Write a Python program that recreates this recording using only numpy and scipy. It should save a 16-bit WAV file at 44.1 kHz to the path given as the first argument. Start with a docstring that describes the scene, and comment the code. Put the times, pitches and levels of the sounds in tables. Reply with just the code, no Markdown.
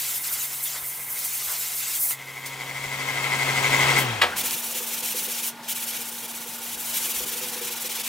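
"""A body shop at work. An air nozzle hisses and a glove rasps and drums on a steel panel (shaped noise), over
the murmur and mains hum of the shop and a faint belt-driven compressor (sines and noise). At 2.1 s the heard
level of the compressor jumps, then rises steadily; near four seconds it cuts out, coasts down and vents in short
air bursts, with a clunk of ringing tank modes. Then quick hand-sanding strokes rasp in noise and ring the panel."""
import sys
import numpy as np
from scipy import signal
from scipy.fft import rfft, irfft, next_fast_len
from scipy.io import wavfile
from scipy.ndimage import uniform_filter1d, map_coordinates

SR = 44100
rng = np.random.default_rng(int(sys.argv[2]) if len(sys.argv) > 2 else 0)


def generate_wav(signal):
    """Clip the signal to [-1, 1] and save it as 16-bit WAV at the path in sys.argv[1]."""
    frames = np.transpose(np.atleast_2d(signal))
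    scaled = np.clip(frames, -1, 1) * 32767
    pcm = np.round(scaled).astype(np.int16)
    wavfile.write(sys.argv[1], SR, pcm)


N = 356328
T = np.arange(N) / SR  # seconds
TOP_HZ = 15800  # upper band limit

# Colours and partial levels are relative; each layer's own level is set where it is mixed.

# Compressor motion: stroke rate, power cut, time constant of the run-down, end of the sound
PUMP_HZ, OFF_S, COAST_S, GONE_S = 135.3, 4.02, 0.58, 4.6
ROTOR_HZ, BELT_HZ, BELT_PEAK_S = 116.85, 12.45, 2.935
SLOT_HZ, TOOTH_HZ = 2141, 947.3
# the heard level of the compressor jumps here, then follows LEVEL_RISE
JUMP_S, JUMP_LEN_S = 2.09, 0.033
# level change at the power cut, and roar and fan lost as the speed falls
OFF_DROP_DB, ROAR_DB_PER_OCT, FAN_OFF_DB = -3.5, 13, -4
BASS_HZ = 604  # split between bass and treble width
# Rise of the compressor's heard level: start_s, share of the way to full
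LEVEL_RISE = [(2.13, 0), (2.6, 0.3), (3, 0.53), (3.4, 0.78), (3.77, 0.99), (3.98, 1.033)]
# Heard level of each compressor layer: low_db, after_jump_db, full_db
ROAR_DB = (-45.5, -45, -23.5)
FAN_DB = (-49, -47, -29)
WHINE_DB = (-48.5, -44, -24.5)
THROB_DB = (-57.5, -52, -32)
# Pump throb overtones at stroke-rate multiples 1, 2, ..: level_db
PUMP_OVERTONES = [0.5, -10, -11.5, -13]
# Throb against stroke rate: stroke_hz, level_db
MOUNT = [(55, -40), (69, -29), (81, -21), (97, -11.5), (117, 0.5), (135, 0)]
# Slot tone sidebands, a row for each rotor multiple -2..2: below_db, on_db, above_db (by one belt rate)
ROTOR_SIDES = [(-8, -29, -38), (-1, -1.5, -7), (-8.5, 2, -16), (-14, -4.5, -20), (-25, -13, -39)]
# Tooth tone sidebands at rotor multiples -1..1: level_db
TOOTH_SIDES = [-30, -7, -9]
# Stator resonances, squared in use: centre_hz, width_hz, level_db (before squaring)
STATOR_MODES = [(2063, 60, -3), (2165, 52, -3), (2254, 32, -5)]
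# Casing roar colour: freq_hz, density_db (per Hz)
CASING = [(15, -55), (25, -19), (97, -13.5), (129, -10), (168, -13), (268, -9.5), (306, -16.5),
          (399, -12.5), (969, -7.5), (1760, -9.5), (2060, -3), (2410, -9), (5000, -25), (6500, -28),
          (11000, -120)]
# Casing resonances added to the roar: centre_hz, width_hz, level_db (before halving)
CASING_MODES = [(350, 8, -10), (480, 25, -10), (735, 40, -8), (842, 12, -4), (1030, 40, -6), (1310, 16, -4),
                (1600, 50, -9), (2600, 120, -10), (3180, 60, -11), (3320, 60, -10)]
# Fan colour: freq_hz, density_db (per Hz)
FAN = [(1760, -64), (3000, -5.5), (3260, -5), (5200, -9.5), (7610, -8), (9650, -14.5), (15800, -21)]
# Stereo width by level, treble row then bass row: share of the rise where it opens, share where it is full
WIDTH_BY_LEVEL = [(-.1, 0.57), (.25, 0.93)]
# Compressor stereo: freq_hz, channel likeness (0 to 1)
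FAR_ALIKE = [(60, .8), (130, .95), (240, .85), (500, .82), (950, 0.86), (1900, 0.75), (3700, 0.48),
             (7500, 0.55), (13000, 0.93)]
# Compressor lean: freq_hz, left_minus_right_db
FAR_LEAN = [(100, .7), (450, 2), (1200, 2), (2300, 4.5), (4400, 4.5), (8000, 2), (15000, 0)]
# Phase lead of the left channel, compressor, puffs and clunk: freq_hz, lead_rad
FAR_LEAD = [(110, .3), (240, 0.5), (480, 0.48), (950, 1.08), (1900, 1), (4000, 0.82), (6500, 0.25),
            (16000, 0)]

# Air nozzle: start_s, hiss_db
NOZZLE = [(0, -28), (.22, -31.5), (.46, -31.5), (.75, -33), (1.2, -30.5), (1.5, -29.5), (1.75, -31.5),
          (1.98, -29), (2.03, -20.5), (2.1, -24), (2.13, -32.5), (2.18, -51), (2.2, -59)]
# Nozzle spurts: peak_s, level_db, fall_s (per 10 dB)
SPURTS = [(.27, -26.5, .03), (.34, -22.5, 0.025), (.39, -27.5, .07), (.48, -30, .05), (.64, -27.5, 0.15),
          (1.25, -26.5, .05), (1.52, -28, .05), (1.72, -28, .02), (1.79, -26, .08), (1.96, -24.5, .02)]
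# Glove wipes: start_s, end_s, start_db, end_db
WIPES = [(-.02, 0.168, -32.5, -34), (0.245, .32, -35, -39), (0.334, .63, -32, -40),
         (0.655, 0.784, -34.5, -38.5), (1.173, 1.382, -35.5, -37.5), (1.395, 1.735, -34, -36.5),
         (1.768, 1.967, -35.5, -35), (2.118, 2.12, -34, -35)]
LIFTED_DB, LAND_DB_PER_S, LIFT_DB_PER_S = -48, 500, 300  # glove barely touching, and its edges
# Glove drumming on the panel: peak_s, level_db, fall_s (per 10 dB)
DRUMS = [(.14, -49, .05), (.24, -54, .02), (.32, -41, .03), (.36, -45, .2), (.76, -39, 0.055),
         (1.11, -47, .03), (1.34, -52, .1), (1.5, -39.5, 0.08), (1.74, -47, .03), (1.92, -50, .04),
         (2.11, -45, 0.062)]
DRUM_REST_DB = -67
# Colours of jet, glove and rumble: freq_hz, density_db (per Hz)
JET = [(1760, -61), (3000, -22), (4520, -13), (6310, -6), (9510, 2.5), (15200, 5), (15800, -9)]
GLOVE = [(1200, -5), (2500, 3.5), (4500, 4), (8000, 7), (14000, -37)]
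RUMBLE = [(300, -19), (700, -2.5), (1500, 2.5), (2600, -15)]
# Jet and glove stereo: freq_hz, channel likeness (0 to 1)
JET_ALIKE = [(60, 1.0), (240, 0.97), (950, 1), (3770, 0.91), (15000, 0.9)]
# Lean of everything near: freq_hz, left_minus_right_db
NEAR_LEAN = [(1000, 0), (3000, 0.7), (15000, 0.5)]
# Phase lead of the left channel, near sounds: freq_hz, lead_rad
NEAR_LEAD = [(300, 0), (900, 0.065), (1900, 0.014), (3800, 0.32), (7500, .1), (15000, .05)]

# Shop levels: start_s, murmur_db, hum_db
SHOP = [(0, -58, -69), (3, -61, -71), (3.9, -56, -58), (4.08, -46, -48), (4.3, -36, -46.5),
        (4.6, -42, -47.5), (5.5, -43, -47.5), (6.5, -44, -47.5), (7.2, -41, -48), (8.08, -42, -49)]
# Murmur colour: freq_hz, density_db (per Hz)
MURMUR = [(50, -60), (90, -21), (133, -11), (228, -10.5), (513, -12), (881, -7.5), (1400, -12), (1930, -12),
          (2890, -14), (6000, -21.5), (15800, -28)]
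# Mains hum partials: pitch_hz, level_db
MAINS = [(233.6, -3), (845, -9), (907, -6.5), (959, -17), (1437, -11)]
# Bands of the faint high hiss: centre_hz, width_hz, level_db
HISS_BANDS = [(6500, 900, -15), (9900, 700, -2), (11900, 900, 2), (14700, 900, 0)]
# Shop, high hiss and sanding stereo: freq_hz, channel likeness (0 to 1)
NEAR_ALIKE = [(60, 1.0), (550, 1), (950, 1), (1900, 0.97), (3800, 0.79), (7500, 0.89), (15000, 0.94)]

# Puffs, ticks and brushes: start_s, level_db, rise_s, t60_s, centre_hz, width_octaves
PUFFS = [(2.108, -28, .0005, 0.025, 1500, 1.1), (2.457, -28.5, 0.0043, 0.16, 6480, 2.1),
         (3.975, -18.5, 0.019, 0.19, 10910, 1.4), (4.213, -14, 0.0081, 0.22, 1096, 1.05),
         (4.215, -14, 0.0043, 0.14, 2660, 0.57), (4.317, -29, .002, 0.06, 1530, 0.15),
         (4.33, -27, .002, 0.072, 1600, .15), (4, -28, 0.011, 0.19, 400, 0.43),
         (4.214, -26.5, 0.0036, 0.14, 7407, 0.64), (5.625, -34, 0.023, .2, 4630, 1.2),
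         (4.509, -15.5, .0005, 0.012, 5500, 1.2)]
# Puff stereo: freq_hz, channel likeness (0 to 1)
PUFF_ALIKE = [(100, .5), (500, 0.98), (2000, 1), (7000, .78), (12000, .97)]
# Puff and clunk lean: freq_hz, left_minus_right_db
PUFF_LEAN = [(100, -1), (1000, 0), (3800, 3.5), (10000, .5)]
CLUNK_S, CLUNK_DB = 4.213, -19
CLUNK_RISE_TURNS = 8.3  # cycles a mode takes to build up
# Tank modes: pitch_hz, level_db, t60_s
TANK = [(352, -12, 0.22), (493, -6.5, 0.3), (735, -2, 0.19), (917, 0, 0.17), (1060, -6, .14),
        (1287, -3, 0.24), (1653, 1, 0.16), (1954, -2, 0.18), (2270, 0, 0.16), (2842, -1, .1),
        (3289, -2, .14)]

# Sanding strokes: start_s, rasp_db, turn_db (against the rasp), ring_db (panel)
STROKES = [(4.352, -26.5, -34, -65), (4.429, -26.5, -9.5, -46), (4.493, -26.5, -6, -55),
           (4.56, -30.5, 0, -50), (4.616, -30, -7, -63), (4.68, -30.5, 1, -47.5), (4.74, -28.5, -9, -46.5),
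           (4.8, -31, 0, -44), (4.86, -30, -6, -57), (4.908, -28.5, -6, -48), (4.962, -30, -3, -56),
           (5.02, -28, -12, -47), (5.082, -28, 2, -58), (5.141, -28.5, -9, -46.5), (5.217, -28.5, -2, -59),
           (5.274, -29, -6, -47), (5.349, -29, -1, -59), (5.419, -27.5, -6, -54), (5.672, -27.5, -21, -71),
           (5.743, -29, -11, -60), (5.792, -29, -7, -57), (5.861, -29, -10, -57), (5.919, -31, -6, -52),
           (5.984, -33, -2, -47.5), (6.042, -33, -7, -63), (6.11, -35, -5, -51.5), (6.161, -34.5, -5, -67),
           (6.221, -35, -2, -52), (6.272, -35, -9, -60), (6.329, -33.5, -5, -53), (6.393, -34, -5, -56),
           (6.454, -35.5, -5, -49), (6.526, -35, -3, -69), (6.569, -36.5, 2, -62), (6.601, -34, -7, -51),
           (6.693, -33.5, 2, -63), (6.765, -31.5, -10, -52), (6.837, -29.5, -1, -68), (6.929, -26, -5, -56),
           (6.998, -27.5, -2, -52), (7.072, -28.5, -1, -51), (7.134, -28, -7, -47),
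           (7.199, -29.5, 2, -40.5), (7.254, -29, -9, -49), (7.31, -30, -7, -47), (7.354, -30.5, -5, -46),
           (7.408, -30.5, -8, -42.5), (7.46, -32, -2, -42), (7.512, -32, -8, -49), (7.558, -33, -6, -42),
           (7.606, -31.5, -10, -42.5), (7.651, -32, 3, -49), (7.7, -31, -9, -48), (7.749, -32, -7, -58),
           (7.794, -31.5, -11, -61), (7.841, -30.5, -6, -48.5), (7.887, -31.5, -11, -52),
           (7.939, -31, -3, -55), (7.98, -31.5, -7, -51), (8.027, -31, -12, -62)]
STROKE_S = 0.085  # longest stroke; a wait over twice this means that the pad lifted
# Level within a stroke: share of the stroke, level_db
STROKE_SHAPE = [(.2, -1.1), (.5, 1.5), (.8, 0.1)]
# Body of the rasp against the grit: start_s, level_db
PAD_UNDER = [(4.4, -6.5), (5.5, -6.5), (6.2, -6.5), (6.8, -8), (7.3, -5.5), (8.08, -3)]
PAD_FOLLOWS, PAD_SCATTER_DB = 0.55, 0.96  # share of the grit's swings that the body follows; random spread
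# Colours of grit and pad body: freq_hz, density_db (per Hz)
GRIT = [(3000, 0), (4500, -20), (5800, 0), (8000, 4), (11000, 6.5), (14000, 6), (15800, 4)]
PAD = [(1000, -22), (1400, -9.5), (1960, -8.5), (2290, -1.5), (2900, -3.5), (4280, -4), (6000, -5),
       (9000, -13)]
# Panel resonances under the pad: centre_hz, width_hz, level_db
RASP_MODES = [(2780, 55, -7), (2990, 52, -6.5), (3410, 82, -4), (3810, 41, -4), (5820, 140, -4.5),
              (7100, 170, -6.5)]
# Ringing panel modes: pitch_hz, scatter_hz, t60_s, level_db, scatter_db
PANEL = [(491.6, 8.4, 0.17, 10, 1), (374, 17, 0.13, 6, 2)]


def amp(db):
    """Decibels to linear gain."""
    return 10 ** (np.asarray(db) / 20)


def unit(x):
    """Scale to an rms of 1."""
    return x / np.sqrt(np.mean(x ** 2) + 1e-20)


def along(points, hz):
    """Read (Hz, value) points on a log frequency axis."""
    f, v = np.transpose(points)
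    return np.interp(np.log(hz + 1), np.log(f + 1), v)


def curves(rows):
    """One value per sample for each column after the time."""
    s, *cols = np.transpose(rows)
    return [np.interp(T, s, c) for c in cols]


def wobble(rate):
    """A smooth random curve with rate knots a second."""
    return map_coordinates(rng.standard_normal(int(N * rate / SR) + 4), [T * rate])


def peaks(events, rest_db, rise_db_per_s):
    """Level in dB: each (peak s, dB, fall s) rises out of the rest and loses 10 dB in its fall time."""
    levels = [rest_db + 0 * T]
    for s, db, fall in events:
        levels.append(db - np.where(T < s, rise_db_per_s * (s - T), 10 * (T - s) / fall))
    return np.max(levels, axis=0)


def filtered(x, response):
    """Shape x by a complex response of frequency."""
    m = next_fast_len(N + 8192)
    return irfft(rfft(x, m) * response(np.fft.rfftfreq(m, 1 / SR)), m)[..., :N]


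def modes(table, f):
    """Magnitude of a set of resonances, summed in power."""
    return np.sqrt(sum(np.abs(amp(db) * f * w / (c * c - f * f + 1j * f * w)) ** 2 for c, w, db in table))


def placed(x, lean, lead):
    """Level and phase differences between left and right, shared half and half."""
    halves = np.array([[0.5], [-0.5]])
    return filtered(x, lambda hz: (amp(along(lean, hz)) * np.exp(1j * along(lead, hz))) ** halves)


def rush(colour, alike, patchy_db=0):
    """Stereo noise of rms 1 with patches of random gain; colour is a gain of frequency or a (Hz, dB) table."""
    if callable(colour):
        gain = colour
    else:
        points = [(colour[0][0] / 2, -120)] + list(colour)
        gain = lambda hz: amp(along(points, hz))
    pair = rng.standard_normal((2, N))
    if patchy_db:
        z = signal.stft(pair, nperseg=512)[2]
        field = uniform_filter1d(rng.standard_normal(z.shape[1:]), size=2, axis=0)
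        field = uniform_filter1d(field, size=3, axis=1)
        pair = signal.istft(z * amp(patchy_db * unit(field)), nperseg=512)[1][:, :N]
    # the less alike the channels, the more side signal
    turn = lambda hz: np.arccos(np.clip(along(alike, hz), -1, 1)) / 2
    mid, side = filtered(pair, lambda hz: gain(hz) * [np.cos(turn(hz)), np.sin(turn(hz))])
    return unit(np.array([mid + side, mid - side]))


def pump_throb(pump_hz, slack):
    """Stroke-rate overtones, which weaken as the strokes slow."""
    crank = 2 * np.pi * np.cumsum(pump_hz) / SR
    throb = 0
    for k, db in enumerate(PUMP_OVERTONES, 1):
        gain = amp(db + 0.5 * k ** 0.5 * wobble(8.7)) * slack ** (1.6 * (k - 1))
        throb = throb + gain * np.sin(k * crank)
    return unit(throb)


def magnetic_whine(rotor, belt, shake):
    """Slot tone pulsed by the rotor field and peaking once a belt turn, a tooth tone and stator noise."""
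    sides = 0
    for k, row in enumerate(ROTOR_SIDES, -2):
        for m, db in enumerate(row, -1):
            sides = sides + amp(db) * np.exp(1j * (k * rotor + m * belt))
    slot = np.real(sides * np.exp(2j * np.pi * SLOT_HZ * T + 0.15j * wobble(12)))
    tooth = sum(amp(db + wobble(22)) * np.sin(2 * np.pi * TOOTH_HZ * T + k * rotor)
                for k, db in enumerate(TOOTH_SIDES, -1))
    stator = rush(lambda hz: modes(STATOR_MODES, hz) ** 2, FAR_ALIKE)
    stator = amp(-5.5) * shake * (1 + 0.25 * np.cos(belt)) * stator
    return amp(1.1 * wobble(30.07)) * unit(slot + tooth) + stator


def compressor():
    """Pump throb, magnetic whine, ringing casing and fan, leaning left; only the pump's pitch runs down."""
    rise, = curves(LEVEL_RISE)
    jump = np.clip((T - JUMP_S) / JUMP_LEN_S, 0, 1)
    level = lambda low, up, full: low + (up - low) * jump + (full - up) * rise
    slack = np.exp(-np.clip(T - OFF_S, 0, None) / COAST_S)  # relative speed
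    pump_hz = PUMP_HZ * slack * (1 + 0.00199 * wobble(1.5))
    alive = np.clip((GONE_S - T) / 0.078, 0, 1)
    powered = np.clip((OFF_S + 0.021 - T) / 0.058, 0, 1)
    fade_db = OFF_DROP_DB * (1 - powered) + ROAR_DB_PER_OCT * np.log2(slack)
    rotor = 2 * np.pi * ROTOR_HZ * T
    belt = 2 * np.pi * BELT_HZ * (T - BELT_PEAK_S)
    shake = 1 + powered * (0.052 * np.cos(rotor) + 0.11 * np.cos(belt))

    throb = amp(level(*THROB_DB) + along(MOUNT, pump_hz)) * pump_throb(pump_hz, slack)
    whine = amp(level(*WHINE_DB)) * powered * magnetic_whine(rotor, belt, shake)
    roar = rush(lambda hz: amp(along(CASING, hz) - 6.5) + 0.5 * modes(CASING_MODES, hz), FAR_ALIKE)
    roar = amp(level(*ROAR_DB) + 0.6 * wobble(20.92)) * roar
    fan = amp(level(*FAN_DB) + FAN_OFF_DB * (1 - powered)) * rush(FAN, FAR_ALIKE, patchy_db=2.5)
    machine = throb + whine + shake * amp(fade_db) * (roar + fan)
    left, right = placed(alive * machine, FAR_LEAN, FAR_LEAD)

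    # stereo width set by level: the treble opens before the bass, and both close at the end
    closing = np.clip((GONE_S - 0.2 - T) / 0.15, 0, 1)
    high, low = (jump * np.clip((rise - a) / (b - a), 0, 1) * closing for a, b in WIDTH_BY_LEVEL)
    difference = left - right
    bass = filtered(difference, lambda hz: 1 / (1 + (hz / BASS_HZ) ** 4))
    side = (low * bass + high * (difference - bass)) / 2
    return (left + right) / 2 + side * [[1], [-1]]


def clearing():
    """Air jet, a glove dragged over the paint and the panel's rumble under it, all as shaped noise."""
    jet_db = peaks(SPURTS, curves(NOZZLE)[0], rise_db_per_s=304)
    rumble_db = peaks(DRUMS, DRUM_REST_DB, rise_db_per_s=280)
    wipe_levels = [LIFTED_DB + 0 * T]
    for a, b, db, end_db in WIPES:
        landing = LAND_DB_PER_S * np.clip(a - T, 0, None)
        lifting = LIFT_DB_PER_S * np.clip(T - b, 0, None)
        wipe_levels.append(np.interp(T, [a, b], [db, end_db]) - landing - lifting)
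    glove_db = np.max(wipe_levels, axis=0)
    alive = np.clip((NOZZLE[-1][0] - T) / 0.058, 0, 1)
    drag = 1.65 * wobble(25.12)  # dB, shared by glove and rumble
    jet = amp(jet_db + 1.3 * wobble(30.2)) * rush(JET, JET_ALIKE, patchy_db=2.5)
    glove = amp(glove_db + drag) * rush(GLOVE, JET_ALIKE, patchy_db=4.0)
    rumble = amp(rumble_db + drag) * rush(RUMBLE, JET_ALIKE)
    return alive * (jet + glove + rumble)


def shop():
    """Distant murmur, lumpy deep bass, a faint high hiss in bands and the wavering mains hum of idle machines."""
    murmur_db, hum_db = curves(SHOP)
    hum = 0
    for hz, db in MAINS:
        gain = amp(db + hz / 600 * wobble(14)) * np.sqrt(2)
        hum = hum + gain * np.sin(2 * np.pi * hz * T + hz / 1500 * wobble(12))
    deep_colour = [(25, -6), (45, -6), (80, -1), (110, -40), (200, -120)]
    deep_bass = amp(-78 + 9 * wobble(7)) * rush(deep_colour, [(50, 1)])
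    hiss_db = np.interp(T, [3.4, 4.4], [-50, -60])  # fades between 3.4 and 4.4 s
    high_hiss = amp(hiss_db) * rush(lambda hz: modes(HISS_BANDS, hz), NEAR_ALIKE)
    murmur = amp(murmur_db) * rush(MURMUR, NEAR_ALIKE, patchy_db=2.5)
    return murmur + amp(hum_db) * hum + deep_bass + high_hiss


def puffs():
    """Short decaying noise bands: air from the valves, ticks on metal and a brush of the pad."""
    out = np.zeros((2, N))
    for s, db, rise, t60, hz, octaves in PUFFS:
        t = np.clip(T - s, 0, None)
        band = rush(lambda f: np.exp(-0.5 * (np.log2((f + 1) / hz) / octaves) ** 2), PUFF_ALIKE)
        out += amp(db - 60 * t / t60) * np.clip(t / rise, 0, 1) * band
    return out


def clunk():
    """The tank's modes ring after the valve slams, the low ones building up more slowly."""
    t = np.clip(T - CLUNK_S, 0, None)
    ring = 0
    for hz, db, t60 in TANK:
        build_up = 1 - np.exp(-(t * hz / CLUNK_RISE_TURNS) ** 2)
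        tone = np.sin(2 * np.pi * (hz * t + rng.random()))
        ring = ring + amp(db - 60 * t / t60) * build_up * tone
    return amp(CLUNK_DB + 2 * wobble(120)) * ring


def sanding():
    """Grit and pad noise rise within each stroke, change level at the turn and fall away when the pad lifts."""
    starts = [row[0] for row in STROKES]
    under = np.interp(starts, *np.transpose(PAD_UNDER))
    under = under + PAD_SCATTER_DB * rng.standard_normal(len(starts))
    knots = [(starts[0] - 0.012, -80, -80)]  # time s, grit dB, body dB
    for (s, db, turn_db, _), under_db, after in zip(STROKES, under, starts[1:] + [N / SR]):
        length = min(after - s, STROKE_S)
        for u, d in [(0, turn_db)] + list(STROKE_SHAPE):
            knots.append((s + u * length, db + d, db + under_db + PAD_FOLLOWS * d))
        if after - s > 2 * STROKE_S:
            # lifted, then easing back on
            knots += [(s + 1.53 * length, -62, -62), (after - 0.04, -58, -60), (after - 0.02, -46, -52)]
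    grit_db, body_db = curves(knots)
    grain = 0.82 * wobble(90)
    grit = amp(grit_db + grain) * rush(GRIT, NEAR_ALIKE, patchy_db=2.5)
    body = amp(body_db + grain) * rush(PAD, NEAR_ALIKE, patchy_db=2.5)
    return filtered(grit + body, lambda hz: 1 + modes(RASP_MODES, hz))


def panel():
    """Each push of the pad softly rings two decaying panel modes, slightly detuned at random."""
    out = np.zeros(N + SR)
    t = np.arange(SR // 4) / SR
    chances = rng.standard_normal((len(STROKES), 2, 2))
    for (s, _, _, ring_db), pairs in zip(STROKES, chances):
        for (hz, scatter_hz, t60, db, scatter_db), (detune, louder) in zip(PANEL, pairs):
            decay = amp(ring_db + db + scatter_db * louder - 60 * t / t60)
            onset = 1 - np.exp(-t / 0.0069)
            ring = decay * onset * np.sin(2 * np.pi * (hz + scatter_hz * detune) * t)
            out[round(s * SR):][:len(t)] += ring
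    return out[:N] * amp(2.3 * wobble(60))


def scene():
    """Mix the compressor, the near work and shop, and the puffs and clunk in stereo."""
    near = placed(clearing() + shop() + sanding() + panel(), NEAR_LEAN, NEAR_LEAD)
    bursts = placed(puffs() + clunk(), PUFF_LEAN, FAR_LEAD)
    return compressor() + near + bursts


def record(dry):
    """Cut everything at and above the band limit."""
    return filtered(dry, lambda hz: hz < TOP_HZ)


dry = scene()
out = record(dry)
generate_wav(out)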